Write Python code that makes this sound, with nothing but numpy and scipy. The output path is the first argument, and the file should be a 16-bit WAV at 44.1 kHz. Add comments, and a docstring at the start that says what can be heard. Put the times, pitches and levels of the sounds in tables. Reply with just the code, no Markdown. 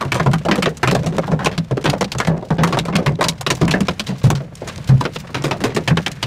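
"""In the front seat of a slowly moving car, hail falls over tyre rumble and the hiss of rain.
Each stone cracks on glass or sheet metal; the big ones set the roof booming into the small, dead cabin.
Small stones patter and chips of ice click in between. Near the end the microphone turns to the side
window, which changes the tone a little. A limiter flattens the hardest blows."""
import sys
import numpy as np
from scipy import signal
from scipy.fft import rfft, irfft
from scipy.io import wavfile
from scipy.ndimage import uniform_filter1d, minimum_filter1d

SR = 44100
rng = np.random.default_rng(int(sys.argv[2]) if len(sys.argv) > 2 else 0)


def master(y):
    """Save y as 16-bit WAV."""
    cut = np.clip(np.atleast_2d(y).T, -1, 1)
    pcm = np.round(cut * 32767)  # scale
    wavfile.write(sys.argv[1], SR, pcm.astype(np.int16))


N = 276066

# The tone of tyres, engine and rain together (frequency [Hz], level [dB])
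ROAD_AND_RAIN_TONE = [(15, -47), (25, -32), (82, 4), (160, 8.5), (305, -18), (523, -11), (722, -19),
                      (919, -20), (1620, -21.5), (2300, -23), (6380, -34.5), (12500, -45.5), (14300, -53),
                      (15500, -57)]
# How hard the rain and fine hail come down (time [s], level [dB])
SHOWER_LEVELS = [(0, 1), (.75, -1.5), (1.6, -4.5), (2.4, -6), (3.2, -7), (4.0, 2.5), (4.5, -6), (4.7, 7),
                 (5.0, 2), (5.3, -0.5), (5.7, 0.5), (6.26, 1.5)]
# One row for each big hailstone (time [s], strength [dB], hardness [dB per octave],
# frequency emphasised in the hit's tone [Hz], ring length [factor], boom level [dB], roof pitch [Hz])
BIG_STONES = [(0.009, -24.5, -0.5, 1100, 1.9, -43, 140), (0.049, -31, -0.0, 437, 0.88, -20.5, 135),
              (0.119, -17.5, 1.2, 2540, 0.97, -20.5, 103), (0.143, -25.5, 2.0, 790, 3.2, -29, 184),
              (0.197, -21, -2, 1830, 1.33, -20, 153), (0.261, -20, -3, 954, 1.2, -11, 138),
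              (0.313, -33, 1.1, 480, 1, -46, 169), (0.333, -23, 1.5, 1130, 1.2, -16, 158),
              (0.383, -44.5, 5, 2340, 0.83, -26.5, 155), (0.4503, -24.5, -0.8, 623, 1.36, -23, 158),
              (0.485, -21, -2, 833, 1.23, -18.5, 276), (0.512, -16.5, -2, 2590, 1.8, -20, 200),
              (0.556, -25, 2.5, 810, 0.65, -21, 223), (0.578, -25, -1, 484, 1.03, -17.5, 190),
              (0.623, -20, 2, 2480, 1.38, -23, 185), (0.6576, -16, -3.5, 2640, 1.24, -23, 148.7),
              (0.77, -42.5, 4.5, 6900, 0.91, -42, 269), (0.83, -18, -0.5, 1690, 2.0, -18, 119),
              (0.874, -17.5, -0.9, 2510, 1.75, -20, 153), (0.911, -19.5, 1.2, 337, 1.4, -16.5, 177),
              (0.95, -22, 0.2, 526, 1.58, -19, 128), (0.995, -53, -5, 360, 0.51, -21.5, 154),
              (1.032, -35, -2, 589, 3.5, -26, 156), (1.061, -27, -0.4, 6970, 1.94, -20, 175),
              (1.124, -38.5, -2, 460, 6.4, -25.5, 214), (1.1821, -18.5, -0.8, 610, 0.69, -18.5, 163),
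              (1.234, -33, -4, 1440, 1.15, -26, 137), (1.278, -34.5, -2.8, 830, 1.9, -22, 179),
              (1.316, -25, -6, 7200, 1.64, -15.5, 148.5), (1.391, -31, -2.5, 1566, 3.7, -27, 178.6),
              (1.4458, -24.5, 0, 6970, 1.35, -20, 194), (1.458, -14, -0.4, 2600, 1.35, -21.5, 164),
              (1.514, -36, -1.5, 2640, 3.8, -32, 196), (1.578, -25, 0.6, 4330, 0.9, -15.5, 157),
              (1.71, -26.5, -2.2, 480, 1.03, -18, 130), (1.77, -26, -2, 453, 1.12, -33, 138.5),
              (1.8412, -21.5, 0.2, 337, 1.2, -28, 214), (1.856, -20, -1.2, 2540, 2.7, -21.5, 160),
              (1.887, -34, -10, 820, 0.65, -15.5, 158), (1.898, -26, 3.5, 4560, 0.9, -28, 159),
              (1.931, -25, -2, 823, 1.37, -24.5, 214), (2.009, -16.5, -2, 6800, 1.44, -22.5, 190),
              (2.043, -29, 1.5, 4570, 0.66, -22, 204), (2.118, -28.5, 3.5, 4610, 0.92, -35, 113),
              (2.149, -30, -1.0, 824, 0.81, -23, 113), (2.184, -28.5, 2, 7050, 1.7, -37.5, 191),
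              (2.201, -20, 0.4, 1780, 1.18, -51, 161), (2.248, -27, -0.7, 2520, 0.71, -32, 107),
              (2.271, -24.5, 1, 775, 1.4, -13.5, 170), (2.296, -35, -6.5, 794, 3.3, -22.5, 161.4),
              (2.3678, -42, -3, 350, 1, -26.5, 172), (2.425, -37.5, -4.0, 590, 1.3, -58, 143),
              (2.504, -24.5, -3.5, 874, 1.4, -14.5, 167), (2.583, -27.5, -5.5, 2880, 3.8, -16, 174.5),
              (2.634, -17.5, 1.4, 960, 1.34, -21, 170.5), (2.673, -28.5, 1.5, 713, 2.6, -25, 164),
              (2.725, -19.5, -1.6, 2240, 1.66, -23, 142), (2.771, -19.5, -2.0, 880, 0.85, -20.5, 129),
              (2.787, -24, 3, 3540, 1.18, -19, 170), (2.852, -32, 1.7, 650, 2, -23.5, 162),
              (2.883, -28, -2.5, 930, 1.34, -25, 182), (2.926, -31.5, -6, 2480, 4.9, -20, 204.5),
              (2.954, -19.5, 0.4, 2950, 1.17, -16, 168), (2.984, -28.5, -2.1, 583, 1.7, -52, 156),
              (3.061, -19, -0.5, 2297, 1.55, -15.5, 141.5), (3.104, -45.5, -9.5, 342, 1.46, -21.5, 148.7),
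              (3.189, -34.5, -4, 437, 1.6, -25.5, 164), (3.209, -19.5, 0, 992, 2.7, -41, 269),
              (3.24, -25.5, 3.5, 4560, 1.2, -23.5, 158), (3.284, -25, 7.5, 5100, 0.93, -21.5, 169),
              (3.41, -31, 5.5, 910, 0.78, -40, 114), (3.464, -18.5, 0.3, 2660, 1.3, -24, 163),
              (3.5023, -13.5, 1, 6120, 1.31, -23, 121), (3.551, -48.5, 9, 5830, 0.69, -50.5, 138),
              (3.613, -21.5, -1.3, 334, 2.16, -12, 167), (3.679, -25.5, 1.5, 2230, 1.43, -16, 156),
              (3.709, -25.5, 3.0, 4480, 2.2, -30, 134), (3.738, -20, -4.5, 1960, 1.48, -19, 191),
              (3.805, -24, 2, 446, 0.96, -13.5, 196), (3.883, -17, -1.5, 2720, 1.03, -21, 178.2),
              (3.995, -25, 3, 3470, 0.98, -29, 207), (4.068, -39, 3.5, 4190, 3.7, -28.5, 118.3),
              (4.088, -39.5, -3, 602, 2.6, -24, 188), (4.239, -25, 0.9, 473, 1, -5.5, 122.8),
              (4.253, -28, 1.8, 358, 1.7, -11.5, 137.4), (4.302, -18.5, 2.1, 740, 0.98, -14, 132.4),
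              (4.351, -33.5, 0.5, 5500, 2.35, -25.5, 134.5), (4.403, -42, -3, 456, 1.8, -33, 148),
              (4.553, -47, 6, 6760, 0.56, -54, 164), (4.618, -38, -3.7, 676, 2.2, -36, 127.5),
              (4.675, -44.5, 5.5, 6970, 1.4, -40, 154), (4.89, -30.5, -1.3, 880, 2.3, -7, 132.7),
              (5.009, -21.5, 0, 880, 1, -34, 137), (5.052, -20.5, -2.8, 2610, 1, -33.5, 172),
              (5.159, -25, -0.9, 3100, 0.78, -29, 155), (5.3441, -24.5, -0.6, 2360, 2.7, -25.5, 129),
              (5.439, -22.5, 1.25, 337, 3.1, -23, 145), (5.51, -21, -1.8, 2700, 1.8, -27, 114.6),
              (5.604, -33, 0.9, 603, 3, -28.5, 186), (5.638, -18, 1, 365, 2.13, -27.5, 111.6),
              (5.747, -37, 3.5, 6900, 1.6, -25, 264), (5.763, -19, 0.6, 350, 1.38, -24, 163),
              (5.876, -17.5, 0.9, 2620, 1.18, -17, 122), (5.904, -28.5, -6, 1770, 1.25, -13, 159),
              (5.971, -17, -1.5, 2490, 0.78, -19, 161), (6.062, -19.5, 1.3, 2880, 1.04, -31.5, 179.7),
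              (6.116, -47, 8.5, 5270, 0.7, -48, 166), (6.227, -22.5, 1.5, 3120, 1.36, -25, 128)]
# The four parts of a hit, from low to high: knock, clack, crack and fizz (low edge [Hz],
# high edge [Hz], base time to fade by 60 dB [s], rise time [s], first snap [factor], level [dB])
HIT_PARTS = [(274, 853, 0.13, 0.00088, 0.22, 0.25), (759, 2240, 0.082, 0.0011, 0.63, 0),
             (2310, 6000, 0.064, 0.0011, 1.15, -5), (6220, 12600, 0.066, 0.00055, 1.43, -14.5)]
# The tone of the car's body, heard from inside (frequency [Hz], level [dB])
BODY_TONE = [(200, 4), (300, -2), (400, -3.5), (560, -5), (720, -10), (830, -14), (1030, -11.5),
             (1300, -14.5), (1650, -16.5), (2300, -20.5), (3900, -24), (7500, -31.5), (12000, -41.5),
             (15500, -37.5)]
# Ice chips on the glass close by, alone or splitting off a big stone (time [s], strength [dB])
ICE_CHIPS = [(0.625, -27), (0.875, -31), (0.949, -30.5), (1.032, -44), (1.043, -47), (1.166, -39),
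             (2.964, -25.5), (3.228, -31), (3.284, -20), (3.710, -31), (4.759, -39), (4.778, -40),
             (4.843, -43), (4.979, -49), (5.422, -38), (6.080, -33)]
# How the tone changes when facing the side window (frequency [Hz], level change [dB])
SIDE_WINDOW_TONE = [(120, -1), (200, 1.5), (300, 1), (420, -0.5), (620, -2.5), (850, 0), (1150, -1.5),
                    (1600, 2), (2200, 2), (3300, 0), (7000, 0), (12000, -0.5)]

CABIN_NOTES_HZ = [134, 162, 193.3]  # the low notes at which the cabin likes to ring
BOOM_HZ, SWELL_S = 164.5, 0.014  # a typical boom: its pitch and the time it takes to swell
HIT_SAMPLES = 16384
HIT_T, HIT_HZ = np.arange(HIT_SAMPLES) / SR, np.fft.rfftfreq(HIT_SAMPLES, 1 / SR)  # axes of one hit


def amp(db):
    """Turns decibels into a number to multiply a sound by."""
    return 10 ** (np.asarray(db) / 20)


def rms(x):
    """The average size of a signal (root mean square)."""
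    return np.sqrt(np.mean(x ** 2) + 1e-20)


def unit(x):
    """Scales a signal to an average size of 1."""
    return x / rms(x)


def tone_gains(table, hz):
    """Reads a tone table as a gain for each frequency in hz."""
    table_hz, db = np.transpose(table)
    return amp(np.interp(np.log(hz + 1), np.log(table_hz + 1), db))


def band(low_hz, high_hz, order=12):
    """Gains that keep one frequency range of a hit; a higher order gives steeper edges."""
    return 1 / np.sqrt((1 + (low_hz / (HIT_HZ + 1)) ** order) * (1 + (HIT_HZ / high_hz) ** order))


def wobble(length, size):
    """A smooth random curve that changes about every size steps."""
    return unit(uniform_filter1d(uniform_filter1d(rng.standard_normal(length), size), size))


def add(mix, start_s, sound):
    """Mixes a sound in at the given time."""
    part = mix[max(round(start_s * SR), 0):][:len(sound)]
    part += sound[:len(part)]


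def shower_db(t):
    """How strong the shower is at the times t."""
    return np.interp(t, *np.transpose(SHOWER_LEVELS))


def tyres_and_rain(level_db=-35):
    """The tyres rumble steadily; above them the hiss of rain rises and falls with the shower."""
    frames, hz = N // 256 + 5, np.fft.rfftfreq(1024, 1 / SR)
    real, imag = rng.standard_normal((2, frames, len(hz)))
    rain_db = shower_db(np.linspace(0, N / SR, frames))[:, None] * hz / (hz + 300)  # spares the bass
    spectra = (real + 1j * imag) * tone_gains(ROAD_AND_RAIN_TONE, hz) * amp(rain_db)
    noise = signal.istft(spectra.T, nperseg=1024, noverlap=768)[1][:N]
    return amp(level_db) * unit(noise)


def burst(gains, envelope):
    """A struck panel rings at so many notes that it sounds like noise; the envelope shapes its level."""
    noise = irfft(gains * np.exp(2j * np.pi * rng.random(len(gains))))
    return unit(noise * envelope) * rms(envelope)


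def first_touch(gains, envelope, level_db=-13):
    """Ice meets the panel with one clean pulse, weaker than the ringing after it."""
    pulse = np.roll(irfft(gains), 64)
    return amp(level_db) * unit(pulse) * rms(envelope)


def short_ring(emphasis_hz, level_db=-6, dull_hz=1500, fade_s=0.03):
    """Two notes ring briefly, at and just below the emphasised frequency; low ones ring more clearly."""
    phase = 2 * np.pi * emphasis_hz * HIT_T
    pair = np.sin(phase) + .5 * np.sin(phase * rng.uniform(.88, .94))
    return amp(level_db) * pair * np.exp(-HIT_T / fade_s) / (1 + (emphasis_hz / dull_hz) ** 2)


def part_level_db(centre_hz, strength_db, hardness, emphasis_hz, pivot_hz=1354, lift_db=6):
    """One part's level: harder hits are brighter, and parts near the emphasised frequency are louder."""
    nearness = np.exp(-np.log2(centre_hz / emphasis_hz) ** 2)
    return strength_db + hardness * np.log2(centre_hz / pivot_hz) + lift_db * nearness


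def ice_hit(strength_db, hardness, emphasis_hz, ring_length, sharpness=1, snap_s=0.0051, rattle_s=0.014):
    """Ice strikes with a hard snap, then the panel rings on, longest in the low notes."""
    emphasis_db = 6.5 / (1 + ((HIT_HZ / emphasis_hz - 1) / 0.38) ** 2)
    body = tone_gains(BODY_TONE, HIT_HZ) * amp(emphasis_db)
    # each hit wakes some notes and misses others; high up they crowd together and even out
    body *= amp(3.2 * wobble(len(HIT_HZ), size=36) / (1 + HIT_HZ / 16000))
    # after the first touch, splinters and echoes off the windows arrive in clumps
    clatter = amp(3.1 * wobble(HIT_SAMPLES, size=50) * (1 - np.exp(-HIT_T / .003)))
    # the shattered ice rattles hardest a moment after the blow
    clatter *= 1 + 0.44 * HIT_T / rattle_s * np.exp(1 - HIT_T / rattle_s)
    out = np.zeros(HIT_SAMPLES)
    for low_hz, high_hz, fade_s, rise_s, snap, gain_db in HIT_PARTS:
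        fade = (1 - np.exp(-HIT_T / rise_s)) * amp(-60 * HIT_T / (fade_s * ring_length))
        envelope = fade * (1 + sharpness * snap * np.exp(-HIT_T / snap_s))
        gains = body * band(low_hz, high_hz)
        part = burst(gains, unit(envelope * clatter) * rms(envelope))
        part += snap * first_touch(gains, envelope)
        if low_hz <= emphasis_hz < high_hz:
            part = 1.267 * part + short_ring(emphasis_hz) * fade
        level_db = part_level_db(np.sqrt(low_hz * high_hz), strength_db, hardness, emphasis_hz)
        out += amp(level_db + gain_db) * part
    return out


def cabin_pitch(roof_hz, pull=0.6):
    """The cabin pulls the roof's pitch part of the way to its own nearest note."""
    nearest_hz = min(CABIN_NOTES_HZ, key=lambda note_hz: abs(note_hz - roof_hz))
    return roof_hz + pull * (nearest_hz - roof_hz)


def roof_boom(pitch_hz, swell_s, thud_db=-6, push_db=-15):
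    """The roof flexes with a short thud and a deep push; one low cabin note builds up and dies away."""
    peaks_s = max(swell_s, .005), min(swell_s, .026)
    note_shape, thud_shape = (HIT_T / peak_s * np.exp(1 - HIT_T / peak_s) for peak_s in peaks_s)
    # energy passes between neighbouring notes, so the pitch wanders
    cycles = np.cumsum(pitch_hz * (1 + .035 * wobble(HIT_SAMPLES, size=700))) / SR
    note = np.sqrt(2) * np.sin(2 * np.pi * cycles) * note_shape
    thud = burst(band(105, 270) * band(pitch_hz / 2, pitch_hz * 1.5), thud_shape)
    push = burst(band(70, 70, order=6), thud_shape)
    return note + amp(thud_db) * thud + amp(push_db) * push


def big_stones(boom_lift_db=1.07):
    """Each big hailstone cracks on the car and sets the roof booming."""
    out = np.zeros(N)
    for start_s, strength_db, hardness, emphasis_hz, ring_length, boom_db, roof_hz in BIG_STONES:
        sharpness = np.exp(0.039 * hardness)  # a harder blow snaps more sharply
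        add(out, start_s, ice_hit(strength_db, hardness, emphasis_hz, ring_length, sharpness))
        # the boom swells more slowly when it is low or the hit rings long
        swell_s = SWELL_S * (BOOM_HZ / roof_hz) ** 0.9 * np.sqrt(ring_length)
        add(out, start_s, amp(boom_db + boom_lift_db) * roof_boom(cabin_pitch(roof_hz), swell_s))
    return out


def patter(base_db=-42, spread_db=9.5, fade_s=0.065, rise_s=0.0017, kinds=24, hits_per_s=240):
    """Small stones and drops tick at random, some dull and some bright, louder as the shower grows."""
    snap = 1 + 0.41 * np.exp(-HIT_T / 0.00065)
    envelope = (1 - np.exp(-HIT_T / rise_s)) * amp(-60 * HIT_T / fade_s) * snap
    body = tone_gains(BODY_TONE, HIT_HZ)
    out = np.zeros(N)
    for tick_hz in np.geomspace(500, 8000, kinds):
        sizes = amp(spread_db * np.minimum(rng.exponential(1, N), 3))
        lands = rng.random(N) < hits_per_s / kinds / SR
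        tick = burst(body * band(tick_hz / 1.73, tick_hz * 2.66, order=4), envelope)
        out += signal.oaconvolve(sizes * lands, tick)[:N] * tick_hz ** -.15  # high ticks are quieter
    return amp(base_db + shower_db(np.arange(N) / SR)) * unit(out)


def ice_chips(faint_db=-53, faint_count=45):
    """Chips of ice click on the glass, bright and very short; fainter ones skitter about at random."""
    faint = [(start_s, faint_db) for start_s in rng.uniform(0, N / SR, faint_count)]
    out = np.zeros(N)
    for start_s, strength_db in ICE_CHIPS + faint:
        add(out, start_s, ice_hit(strength_db, hardness=4.7, emphasis_hz=5500, ring_length=0.27))
    return out


def roof_taps(knock_db=-44, boom_db=-37, spread_db=1.5, count=40):
    """Medium stones land at random on the lined roof: dull knocks, each with a small boom."""
    out = np.zeros(N)
    for when, size, shift, detune in rng.uniform(-0.92, 1, (count, 4)):
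        start_s = (when + 1) / 2 * N / SR
        knock = ice_hit(knock_db, hardness=-3, emphasis_hz=600 * 2 ** (shift / 2), ring_length=0.4)
        boom = amp(boom_db) * roof_boom(BOOM_HZ * (1 + 0.16 * detune), SWELL_S)
        add(out, start_s, amp(spread_db * size) * (knock + boom))
    return out


def turn_to_side_window(sound, from_s=5, to_s=5.9):
    """The microphone turns away from the windscreen, so the tone fades to that of the side window."""
    at_side = irfft(rfft(sound) * tone_gains(SIDE_WINDOW_TONE, np.fft.rfftfreq(N, 1 / SR)), N)
    share = np.interp(np.arange(N) / SR, [from_s, to_s], [0, 1])
    return sound + share * (at_side - sound)


def scene():
    """Hail of every size over tyres and rain, heard in one channel by the turning microphone."""
    hail = big_stones() + roof_taps() + patter() + ice_chips()
    return turn_to_side_window(tyres_and_rain() + hail)[None]


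def record(dry, ceiling=0.7, recovery_db_per_s=1200, window_samples=40, cutoff_hz=15600):
    """A limiter dips the level just ahead of each loud peak; then a filter cuts the highest treble."""
    over_db = 20 * np.log10(np.maximum(abs(dry[0]) / ceiling, 1))
    recovery_db = np.arange(N) / SR * recovery_db_per_s
    gain = amp(recovery_db - np.maximum.accumulate(over_db + recovery_db))
    smooth_gain = uniform_filter1d(minimum_filter1d(gain, window_samples), window_samples)
    low_pass = signal.firwin(255, cutoff_hz, window=("kaiser", 9), fs=SR)
    return signal.oaconvolve(dry * smooth_gain, low_pass[None], "same")


dry = scene()
out = record(dry)
master(out)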